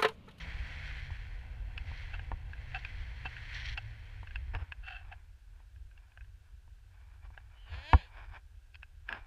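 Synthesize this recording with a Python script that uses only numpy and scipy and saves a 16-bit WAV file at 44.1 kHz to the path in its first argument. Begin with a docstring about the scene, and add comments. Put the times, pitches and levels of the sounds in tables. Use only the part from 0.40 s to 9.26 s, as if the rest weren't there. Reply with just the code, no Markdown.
"""Snow hisses under the skis of a skier turning through powder with a camera on a hand-held pole.
Filtered random grains make the snow and cloth; shaped noise and an unsteady sine make the wind and hum.
Decaying modes make the blows on the pole and clicks of its mount; resonant bands make the crunches.
As the skier slows, the jacket rustles, ribbed nylon zips over the pole as a train of snaps,
and one sharp knock shakes the case. A steady hiss and faint pulsing whine lie beneath."""
import sys
import numpy as np
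from scipy import signal
from scipy.fft import rfft, irfft
from scipy.io import wavfile
from scipy.ndimage import uniform_filter1d, minimum_filter1d

SR = 44100
rng = np.random.default_rng(int(sys.argv[2]) if len(sys.argv) > 2 else 0)


def to_wav(s):
    """Save 16-bit WAV."""
    ch = np.atleast_2d(s).T  # columns
    pcm = np.round(np.clip(ch, -1, 1) * 32767)  # PCM
    wavfile.write(sys.argv[1], SR, pcm.astype(np.int16))


N = 390814
TIME = np.arange(N) / SR

# the skier slows to a gentle glide: time_s, speed_m_per_s
SKI_SPEED = [(0, 10), (.3, 9), (.9, 7.5), (1.4, 8), (2.3, 8), (3.05, 7.5), (3.4, 7), (3.7, 6.5), (4.2, 5.5),
             (5, 2)]
CRUISE_M_S = 8
# hiss as the skis are edged and released: peak_s, rise_s, fall_s, level_db
SKI_TURNS = [(0, .1, 0.15, -50.5), (.42, 0.26, 0.27, -49.5), (1.6, 0.14, .16, -53.5),
             (2.41, 0.16, 0.41, -54.5), (3.14, 0.23, 0.15, -51), (3.7, 0.33, 0.3, -61)]
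# sheets of powder thrown past the camera: start_s, length_s, level_db
POWDER_SPRAYS = [(-.04, 0.094, -56), (1.44, 0.19, -60.5), (3.118, .225, -49)]
# spectrum of shearing snow crystals: frequency_hz, relative_db
SNOW_SPECTRUM = [(200, -23), (450, -21), (950, -10.5), (1280, -10.5), (1520, 0), (2050, 3.5), (2450, -1.5),
                 (2650, -3.5), (2900, -9), (3200, -4.5), (3650, -14), (4300, -12.5), (4900, -21),
                 (7400, -31.5), (14000, -48.5)]
# spectrum of thrown spray: frequency_hz, relative_db
SPRAY_SPECTRUM = [(1200, -35), (1800, 8.5), (2600, 0), (3250, 4), (3650, -4), (4300, 1), (4900, -13.5),
                  (5700, -7), (6700, -25.5), (9000, -37.5), (15000, -45)]
# spectrum of powder packing under the skis: frequency_hz, relative_db
PACKING_SPECTRUM = [(100, -9.5), (170, 1.5), (280, -4.5), (400, -15.5), (490, -2.5), (550, -8.5),
                    (750, -4.5), (830, -7), (980, -4), (1200, -18), (1500, -12.5), (3000, -45)]
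# levels at cruising speed; amplitude grows as speed to these powers
RUN_DB, RUN_POWER = -69.5, 1.2
PACK_DB, PACK_POWER = -64.5, 2.9
SPRAY_SHARE_DB = -12  # fine spray that goes with all hiss
SPRAY_ATTACK_S, SPRAY_RELEASE_S = 0.039, 0.008

# gusts and swings of the pole through the air: peak_s, width_s, level_db
WIND_GUSTS = [(1.3, 0.27, -48), (1.82, .13, -41), (2.55, .07, -46), (3.3, .09, -42.5), (4.08, .11, -41.5),
              (4.65, .12, -48.5), (5.42, .09, -49), (5.85, .06, -48), (6.851, .14, -51.5),
              (7.35, .035, -38.5), (7.92, .05, -45), (8.76, .08, -50.5)]
# spectrum of wind rumble: frequency_hz, relative_db
WIND_SPECTRUM = [(10, -15), (20, -3), (45, 5.5), (80, 0), (100, -5), (125, -20.5), (160, -29), (220, -37),
                 (400, -38.5), (900, -80.5)]
# constant breeze, and headwind at cruising speed
BREEZE_DB, HEADWIND_DB, HEADWIND_POWER = -53.5, -45, 1.7
# eddies shed by the pole at cruising speed; they die away below the stall speed
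EDDY_HZ, EDDY_DB, EDDY_DB_PER_OCTAVE, EDDY_STALL_M_S = 125.7, -56, -16, 4.9
EDDY_CALM_S, EDDY_CALM_DB = (.7, 2.3), -3  # the hum is weaker between these times

# movements of the arms that rub the jacket: peak_s, rise_s, fall_s, level_db
JACKET_RUBS = [(4.22, .15, 0.16, -70), (4.661, 0.055, 0.082, -65), (5.18, 0.044, 0.074, -75),
               (5.63, 0.055, 0.11, -74), (6.06, 0.018, .03, -75), (6.58, .04, .06, -69.5),
               (6.74, 0.033, 0.033, -67), (6.85, 0.014, 0.013, -60), (6.94, .02, 0.073, -67),
               (7.15, 0.039, 0.033, -67.5), (7.34, 0.035, .08, -54.5), (7.579, 0.089, 0.075, -63.5),
               (7.8, 0.056, 0.048, -54.5), (7.96, 0.027, 0.013, -51), (8.71, 0.018, 0.073, -54.5)]
# spectrum of jacket cloth: frequency_hz, relative_db
CLOTH_SPECTRUM = [(150, -22.5), (280, -9.5), (500, -12), (750, 0), (950, 2), (1280, -4), (1500, 3),
                  (1800, -0.5), (2050, -10), (2350, 2.5), (2700, -11.5), (3500, -13.5), (4200, -25.5),
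                  (5100, -21), (6200, -37.5), (12000, -57.5)]
FIDGET_DB, FIDGET_SPREAD_DB, FIDGETS_PER_S = -85.5, 1, 6.4  # the jacket is never quite still

# spectrum of the steady hiss: frequency_hz, relative_db
HISS_SPECTRUM = [(120, -41), (200, -3.5), (443, -5), (775, -6.5), (1040, -17), (1600, 2.5), (2060, -22),
                 (2600, -5), (2850, -6.5), (8720, -15.5), (15000, -21)]
HISS_DB = -76
WHINE_HZ, WHINE_PULSE_HZ, WHINE_DB = 8560, 30, -97  # the camera's electronics

# blows through the pole: start_s, level_db, thump_relative_db, crack_relative_db
POLE_KNOCKS = [(0.705, -39.5, 9.5, -37), (1.516, -39, 2, -30), (1.745, -41.5, -15, -19),
               (1.917, -24.5, -9, -34), (2.856, -30.5, -24, -26), (3.831, -40, -8, -9),
               (4.143, -36, 8.5, -30), (4.1496, -32, 3.5, 2.5), (4.211, -48.5, 18.5, -30),
               (5.203, -53, -8, -17), (6.278, -54, 2, -27), (6.904, -48, -18, -20), (7.5323, -1, -7, -12.5)]
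# modes of the case and pole when struck hard: frequency_hz, level_db, t60_s
POLE_MODES = [(170.6, -8, 0.12), (245, -13, 0.021), (285.4, -5, 0.063), (363, -8.5, 0.071),
              (509, -8.5, 0.081), (778, 1.5, 0.056), (929, 13, 0.028), (1008, 0.5, 0.054),
              (1127, -3, 0.061), (1416, -3, 0.047), (1750, 2, 0.024), (1807, -3, 0.033), (2240, -1, 0.022),
              (2630, -7, 0.027), (3080, -12.5, .016), (3405, -18.5, 0.015)]
# spectrum of a sharp contact: frequency_hz, relative_db
CRACK_SPECTRUM = [(500, -9), (1000, 5.5), (2700, 9.5), (4500, -10.5), (5800, -23.5), (6400, -22),
                  (8000, -26), (11000, -30), (15000, -37.5)]

# clicks of the mount and buckles: contact_s, level_db, treble_tilt_db_per_octave
MOUNT_CLICKS = [(1.3779, -29.5, 6.5), (1.7936, -35.5, -12), (2.133, -38.5, -11), (2.347, -29, 3.5),
                (2.4487, -29.5, 6.5), (2.9658, -35.5, -3), (3.3756, -28.5, 11), (3.872, -39.5, 2),
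                (3.908, -43.5, 1), (3.9575, -30.5, 4.5), (4.321, -29, -1), (4.4836, -33.5, 1),
                (4.7244, -39.5, -13), (5.5764, -51.5, 10), (5.774, -44, -13.5), (5.8085, -47.5, -6),
                (6.976, -40, -16), (8.344, -44.5, 14), (8.3535, -39.5, 13), (8.4299, -37.5, -3),
                (8.6893, -26.5, -2), (8.7257, -28, -12)]
# modes of the mount when clicked: frequency_hz, level_db, t60_s
MOUNT_MODES = [(756, -20, 0.013), (1578, -8.5, 0.033), (1653, 0, 0.021), (2740, -3.5, 0.015),
               (2577, -1.5, 0.023), (3290, -16, 0.021), (4500, -18.5, 0.012), (4990, -30, 0.022)]
TICKS_PER_S, TICK_DB, TICK_SPREAD_DB, TICK_TILT_DB = 1.2, -59, 2.5, 6  # faint chance ticks of loose gear
CLICK_LIFT_DB = 9  # added to every click and tick

# snow crunching against the case and pole: start_s, length_s, level_db, low_ring_relative_db
SNOW_CRUNCHES = [(1.731, 0.036, -47.5, -9), (2.341, 0.046, -43.5, -5.5), (2.848, 0.033, -39.5, -9),
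                 (3.37, 0.028, -44, -5.5), (4.424, 0.09, -51.5, -12.5), (4.454, 0.17, -50.5, -8),
                 (4.713, 0.035, -57.5, 5)]
# resonances of the case under crunching snow: frequency_hz, width_hz, level_db
CASE_BANDS = [(761, 47, 8), (1533, 204, 6.5), (2670, 74, 10.5), (3074, 150, 0.5), (4390, 150, -11.5)]
FRACTURES_PER_S, FRACTURE_SPREAD_DB = 1800, 2.2

# gloves scuffing on the grip: start_s, length_s, level_db
GLOVE_SCUFFS = [(4.134, 0.044, -43.5), (4.182, 0.066, -53), (8.689, 0.11, -46)]
# spectrum of glove on grip: frequency_hz, relative_db
GLOVE_SPECTRUM = [(100, -23), (230, -4), (500, -3.5), (920, 3), (1280, -2.5), (1600, 3), (2100, -9),
                  (2650, -5), (3600, -19.5), (4400, -32), (5250, -18.5), (5700, -42.5), (12000, -67)]

# ribbed nylon sliding: time_s, rib_rate_hz, level_db, roughness_0_to_1
NYLON_SLIDE = [(7.155, 211.2, -71.5, .08), (7.26, 223.7, -68, 0.3), (7.34, 246, -54.5, .45),
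               (7.42, 275, -56.5, .35), (7.5, 325.2, -49, .2), (7.535, 342.3, -47.5, .22),
               (7.57, 326, -54, .22), (7.615, 232.6, -53, .9), (7.69, 187, -68, 0.8)]
# spectrum of rubbed nylon: frequency_hz, relative_db
NYLON_SPECTRUM = [(200, -23.5), (450, 1.5), (640, -4), (1000, -6.5), (1300, -31), (1650, -0.5),
                  (2250, -1.5), (2850, -3), (3400, -5), (4700, -10), (5600, -30), (7000, -23.5),
                  (8200, -43.5), (9700, -34), (14000, -49.5)]
THREAD_LAGS_S, THREAD_SMEAR = (.00043, .00079, .00131), .6
SING_HZ, SING_WIDTH_HZ, SING_GAIN = 3000, 160, .8  # the tube's resonance
SING_LIGHT_GAIN, SING_FADE_S = 6.8, (7.24, 7.34)  # freer before the cloth presses on and damps it

TOP_HZ = 15200  # upper edge of the recorded band


def undb(db):
    """Decibels are logarithmic: convert them to amplitude gain."""
    return 10 ** (np.asarray(db) / 20)


def unit(x):
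    """Mean power sets level: scale to rms 1."""
    return x / np.sqrt(np.mean(x ** 2))


def together(gains):
    """Unrelated noises add in power."""
    return np.sqrt(sum(g ** 2 for g in gains))


def curves(table):
    """Linear interpolation turns each column of a timed table into a curve."""
    s, *columns = np.transpose(table)
    return [np.interp(TIME, s, c) for c in columns]


def during(table):
    """A smoothed gate opens and closes softly around a table's time span."""
    inside = (TIME >= table[0][0]) & (TIME <= table[-1][0])
    return uniform_filter1d(1. * inside, size=2000)


def colour(x, points):
    """A folded cepstrum gives a minimum-phase, causal filter of the given response."""
    hz, db = np.transpose(points)
    f = np.maximum(np.fft.rfftfreq(8192, 1 / SR), 1)
    response_db = np.interp(np.log(f), np.log(hz), db)
    cepstrum = irfft(np.log(undb(response_db)))
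    half = len(cepstrum) // 2
    cepstrum[1:half] *= 2
    cepstrum[half + 1:] = 0
    impulse = irfft(np.exp(rfft(cepstrum)))[:half]
    return signal.fftconvolve(x, impulse)[:len(x)]


def band(x, hz, width):
    """A second-order resonance passes its centre at gain 1."""
    return signal.lfilter(*signal.iirpeak(hz, hz / width, fs=SR), x)


def walk(rate):
    """Averaging random steps gives smooth motion of rms 1."""
    k = max(int(SR / rate), 1)
    steps = np.repeat(rng.standard_normal(N // k + 1), k)[:N]
    return unit(uniform_filter1d(steps, k))


def grains(per_s, spread_db):
    """Friction and fracture are random impulses of very unequal size."""
    hit = rng.random(N) < per_s / SR
    size = undb(spread_db * np.minimum(rng.exponential(size=N), 4))
    return unit(hit * rng.standard_normal(N) * size)


def bump(s, rise, fall):
    """A hyperbolic secant swells to 1 at time s, with exponential flanks."""
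    u = (TIME - s) / np.where(TIME < s, rise, fall)
    return 1 / np.cosh(np.clip(u, -20, 20))


def swell(s, length):
    """One rub has a quick rise and a slower release."""
    u = np.clip((TIME - s) / length, 0, 2)
    return np.interp(u, [0, .15, .6, 1, 1.4], [0.0092, 0.92, 0.91, 0.068, 0.0012])


def ring(modes, t, scatter_db, detune):
    """A struck body is a sum of decaying modes, weighted anew by each blow; peak 1."""
    hz, db, t60 = np.transpose(modes)[:, :, None]
    size, shift = rng.standard_normal((2, len(modes), 1))
    decay = np.exp(-np.log(1000) * t / t60)
    waves = np.sin(2 * np.pi * hz * (1 + detune * shift) * t) * decay
    y = np.sum(undb(db + scatter_db * size) * waves, axis=0)
    return y / np.abs(y).max()


def add(out, s, sound):
    """Superposition: mix a short sound in at time s."""
    i = int(np.clip(s * SR, 0, N))
    out[i:i + len(sound)] += sound[:N - i]


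def pace():
    """Ski and wind sounds scale with speed, given as a share of cruising speed."""
    speed, = curves(SKI_SPEED)
    return np.maximum(speed, 0) / CRUISE_M_S


def skis():
    """Crystals shear under the skis, powder packs with a dull rush, and hard turns throw a grainy spray."""
    speed = pace()
    turning = [undb(db) * bump(s, rise, fall) for s, rise, fall, db in SKI_TURNS]
    hiss = together([undb(RUN_DB) * speed ** RUN_POWER] + turning)
    thrown = np.zeros(N)
    for s, length, db in POWDER_SPRAYS:
        corners = [0, SPRAY_ATTACK_S, length, length + SPRAY_RELEASE_S]
        thrown += undb(db) * np.interp(TIME - s, corners, [0, 1, 1, 0])
    shear = unit(colour(grains(20000, 3.1), SNOW_SPECTRUM)) * undb(0.83 * walk(35))
    spray = unit(colour(grains(6000, 3.7), SPRAY_SPECTRUM)) * undb(2.5 * walk(60))
    packing = unit(colour(grains(5000, 1.8), PACKING_SPECTRUM)) * undb(PACK_DB + 0.27 * walk(15))
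    shear_level = together([hiss, 0.77 * thrown])
    spray_level = together([undb(SPRAY_SHARE_DB) * hiss, thrown])
    return shear * shear_level + spray * spray_level + packing * speed ** PACK_POWER


def wind():
    """Turbulence buffets the microphone, and eddies shed by the pole hum at a pitch set by speed."""
    speed = pace()
    gusts = [undb(db) * bump(s, width, width) for s, width, db in WIND_GUSTS]
    headwind = undb(HEADWIND_DB) * speed ** HEADWIND_POWER
    flow = together([undb(BREEZE_DB), headwind] + gusts)
    air = unit(colour(rng.standard_normal(N), WIND_SPECTRUM))
    # slow air makes mostly large, deep eddies
    deep = signal.sosfiltfilt(signal.butter(3, 85, fs=SR, output="sos"), air)
    fine = np.minimum(flow / undb(-40.5), 1) ** 0.28
    rumble = (deep + fine * (air - deep)) * flow * undb(1.5 * walk(11))
    eddy_hz = EDDY_HZ * speed * (1 + 0.0254 * walk(30))
    hum = unit(np.sin(2 * np.pi * np.cumsum(eddy_hz) / SR) * undb(3.7 * walk(14)))
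    shedding = np.clip(speed * CRUISE_M_S - EDDY_STALL_M_S, 0, 1)
    calm = uniform_filter1d(1. * ((TIME > EDDY_CALM_S[0]) & (TIME < EDDY_CALM_S[1])), size=SR // 4)
    octaves = np.log2(np.maximum(speed, .5))
    hum_db = EDDY_DB + EDDY_DB_PER_OCTAVE * octaves + EDDY_CALM_DB * calm
    return rumble + hum * shedding * undb(hum_db)


def jacket():
    """Rubbed cloth crinkles in many small stick-slip events."""
    fidget = undb(FIDGET_DB + FIDGET_SPREAD_DB * walk(FIDGETS_PER_S))
    rubs = [undb(db) * bump(s, rise, fall) for s, rise, fall, db in JACKET_RUBS]
    crinkle = unit(colour(grains(4500, 1.8), CLOTH_SPECTRUM))
    return crinkle * together([fidget] + rubs) * undb(1.5 * walk(70))


def camera():
    """Electronic noise is a steady broadband hiss and a narrow band pulsed as a faint whine."""
    hiss = unit(colour(rng.standard_normal(N), HISS_SPECTRUM)) * undb(HISS_DB)
    pulse = (1 + np.cos(2 * np.pi * WHINE_PULSE_HZ * TIME)) ** 2
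    whine = band(band(rng.standard_normal(N), WHINE_HZ, 250), WHINE_HZ, 250)
    return hiss + unit(pulse * whine) * undb(WHINE_DB)


def knocks():
    """Impacts excite the modes of the pole, which sways with a low thump."""
    out, t = np.zeros(N), np.arange(SR // 4) / SR
    thump_hz, rise_s = 68, .0155
    thump_envelope = (t / rise_s * np.exp(1 - t / rise_s)) ** 5.4
    thump = np.sin(2 * np.pi * thump_hz * (t - .0042)) * thump_envelope
    for s, db, thump_db, crack_db in POLE_KNOCKS:
        crack = colour(rng.standard_normal(len(t)) * np.exp(-t / 0.0012), CRACK_SPECTRUM)
        crack /= np.abs(crack).max()
        # the padded grip dulls the blow
        body = signal.lfilter(*signal.butter(2, 2700, fs=SR), ring(POLE_MODES, t, 0.13, 0.0047))
        body /= np.abs(body).max()
        add(out, s, undb(db) * (body + undb(thump_db) * thump + undb(crack_db) * crack))
    return out


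def ticks():
    """Chance contacts fall uniformly in time: rows like those of MOUNT_CLICKS."""
    rows = []
    for when, size, tilt in rng.random((int(TICKS_PER_S * N / SR), 3)):
        db = TICK_DB + TICK_SPREAD_DB * (2 * size - 1)
        rows.append((when * TIME[-1], db, TICK_TILT_DB * (2 * tilt - 1)))
    return rows


def clicks():
    """Repeated contact excites the mount's modes: loose gear touches, strikes and rattles briefly."""
    out, t = np.zeros(N), np.arange(SR // 10) / SR
    # a plastic contact takes a moment to build up
    contact = 1 - np.exp(-t / 0.0013)
    for s, db, tilt_db in MOUNT_CLICKS + ticks():
        modes = [(hz, gain + tilt_db * np.log2(hz / MOUNT_MODES[2][0]), t60)
                 for hz, gain, t60 in MOUNT_MODES]
        # a light touch, the main contact, then two ever weaker rebounds: delay_s, relative_db
        gaps = .003 + .005 * rng.random(3)
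        contacts = [(-gaps[0], -18), (0, 0), (gaps[1], -14), (gaps[1] + gaps[2], -22)]
        for delay, drop_db in contacts:
            grit = colour(rng.standard_normal(len(t)) * np.exp(-t / 0.0015), CRACK_SPECTRUM)
            grit /= np.abs(grit).max()
            strike = contact * (ring(modes, t, 2.1, 0.022) + 0.36 * grit)
            add(out, s + delay, undb(db + drop_db + CLICK_LIFT_DB) * strike)
    return out


def crunches():
    """Dense fractures of packed snow excite the resonances of the case."""
    fractures = grains(FRACTURES_PER_S, FRACTURE_SPREAD_DB)
    low, *upper = [undb(db) * band(band(fractures, hz, width), hz, 4 * width)
                   for hz, width, db in CASE_BANDS]
    # part of each fracture arrives directly and keeps its broad, rough edge
    direct = unit(colour(fractures, CLOTH_SPECTRUM))
    upper = unit(unit(sum(upper)) + 0.089 * direct)
    low = unit(low)
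    return sum(undb(db) * swell(s, length) * (upper + undb(low_db) * low)
               for s, length, db, low_db in SNOW_CRUNCHES)


def gloves():
    """Sliding friction makes dense grains as gloves scuff the grip."""
    level = sum(undb(db) * swell(s, length) for s, length, db in GLOVE_SCUFFS)
    return level * unit(colour(grains(5000, 1.68), GLOVE_SPECTRUM))


def smear(x):
    """All-pass dispersion spreads each snap in time, as threads of a rib do not slip all at once."""
    for lag_s in THREAD_LAGS_S:
        b = np.r_[THREAD_SMEAR, np.zeros(int(lag_s * SR)), 1]
        x = signal.lfilter(b, b[::-1], x)
    return x


def nylon_zip():
    """Periodic excitation: each rib of the weave gives one snap, so pitch follows the sliding speed."""
    hz, db, rough = curves(NYLON_SLIDE)
    rough = np.clip(rough, 0, 1)
    ribs = np.cumsum(hz * (1 + .002 * walk(150))) / SR
    # a narrow pulse at every whole rib; slack cloth mostly hisses
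    offset = (ribs - np.round(ribs)) * SR / hz  # in samples
    pulses = np.sinc(offset) * np.exp(-(offset / 4) ** 2)
    snaps = unit(pulses) * undb(0.705 * walk(210))
    friction = np.sqrt(1 - rough ** 2) * smear(snaps) + rough * rng.standard_normal(N)
    rub = colour(friction, NYLON_SPECTRUM)
    # a second fold meets the pole a moment later; its shifting lag favours now one harmonic, now another
    lag_s = 0.001105 + 0.00014 * walk(12)
    rub = unit(rub + .5 * np.interp(TIME - lag_s, TIME, rub))
    # the tube sings when a harmonic glides through its resonance
    sing = np.interp(TIME, SING_FADE_S, [SING_LIGHT_GAIN, SING_GAIN])
    tube = band(rub, SING_HZ, SING_WIDTH_HZ)
    singing_rub = (rub + sing * tube) / together([1, sing * tube.std()])
    return singing_rub * undb(db) * during(NYLON_SLIDE)


def scene():
    """Direct sounds superpose at one microphone, with no echo from the open snow."""
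    steady = skis() + wind() + jacket() + camera()
    contacts = knocks() + clicks() + crunches() + gloves() + nylon_zip()
    return (steady + contacts)[None]


def record(dry):
    """Fast gain reduction limits the loudest peaks, and a low-pass filter cuts the top."""
    ceiling = .265
    gain = ceiling / np.maximum(np.abs(dry), ceiling)
    gain = uniform_filter1d(minimum_filter1d(gain, size=11), size=11)
    return signal.sosfilt(signal.ellip(8, .2, 70, TOP_HZ, fs=SR, output="sos"), dry * gain)


dry = scene()
out = record(dry)
to_wav(out)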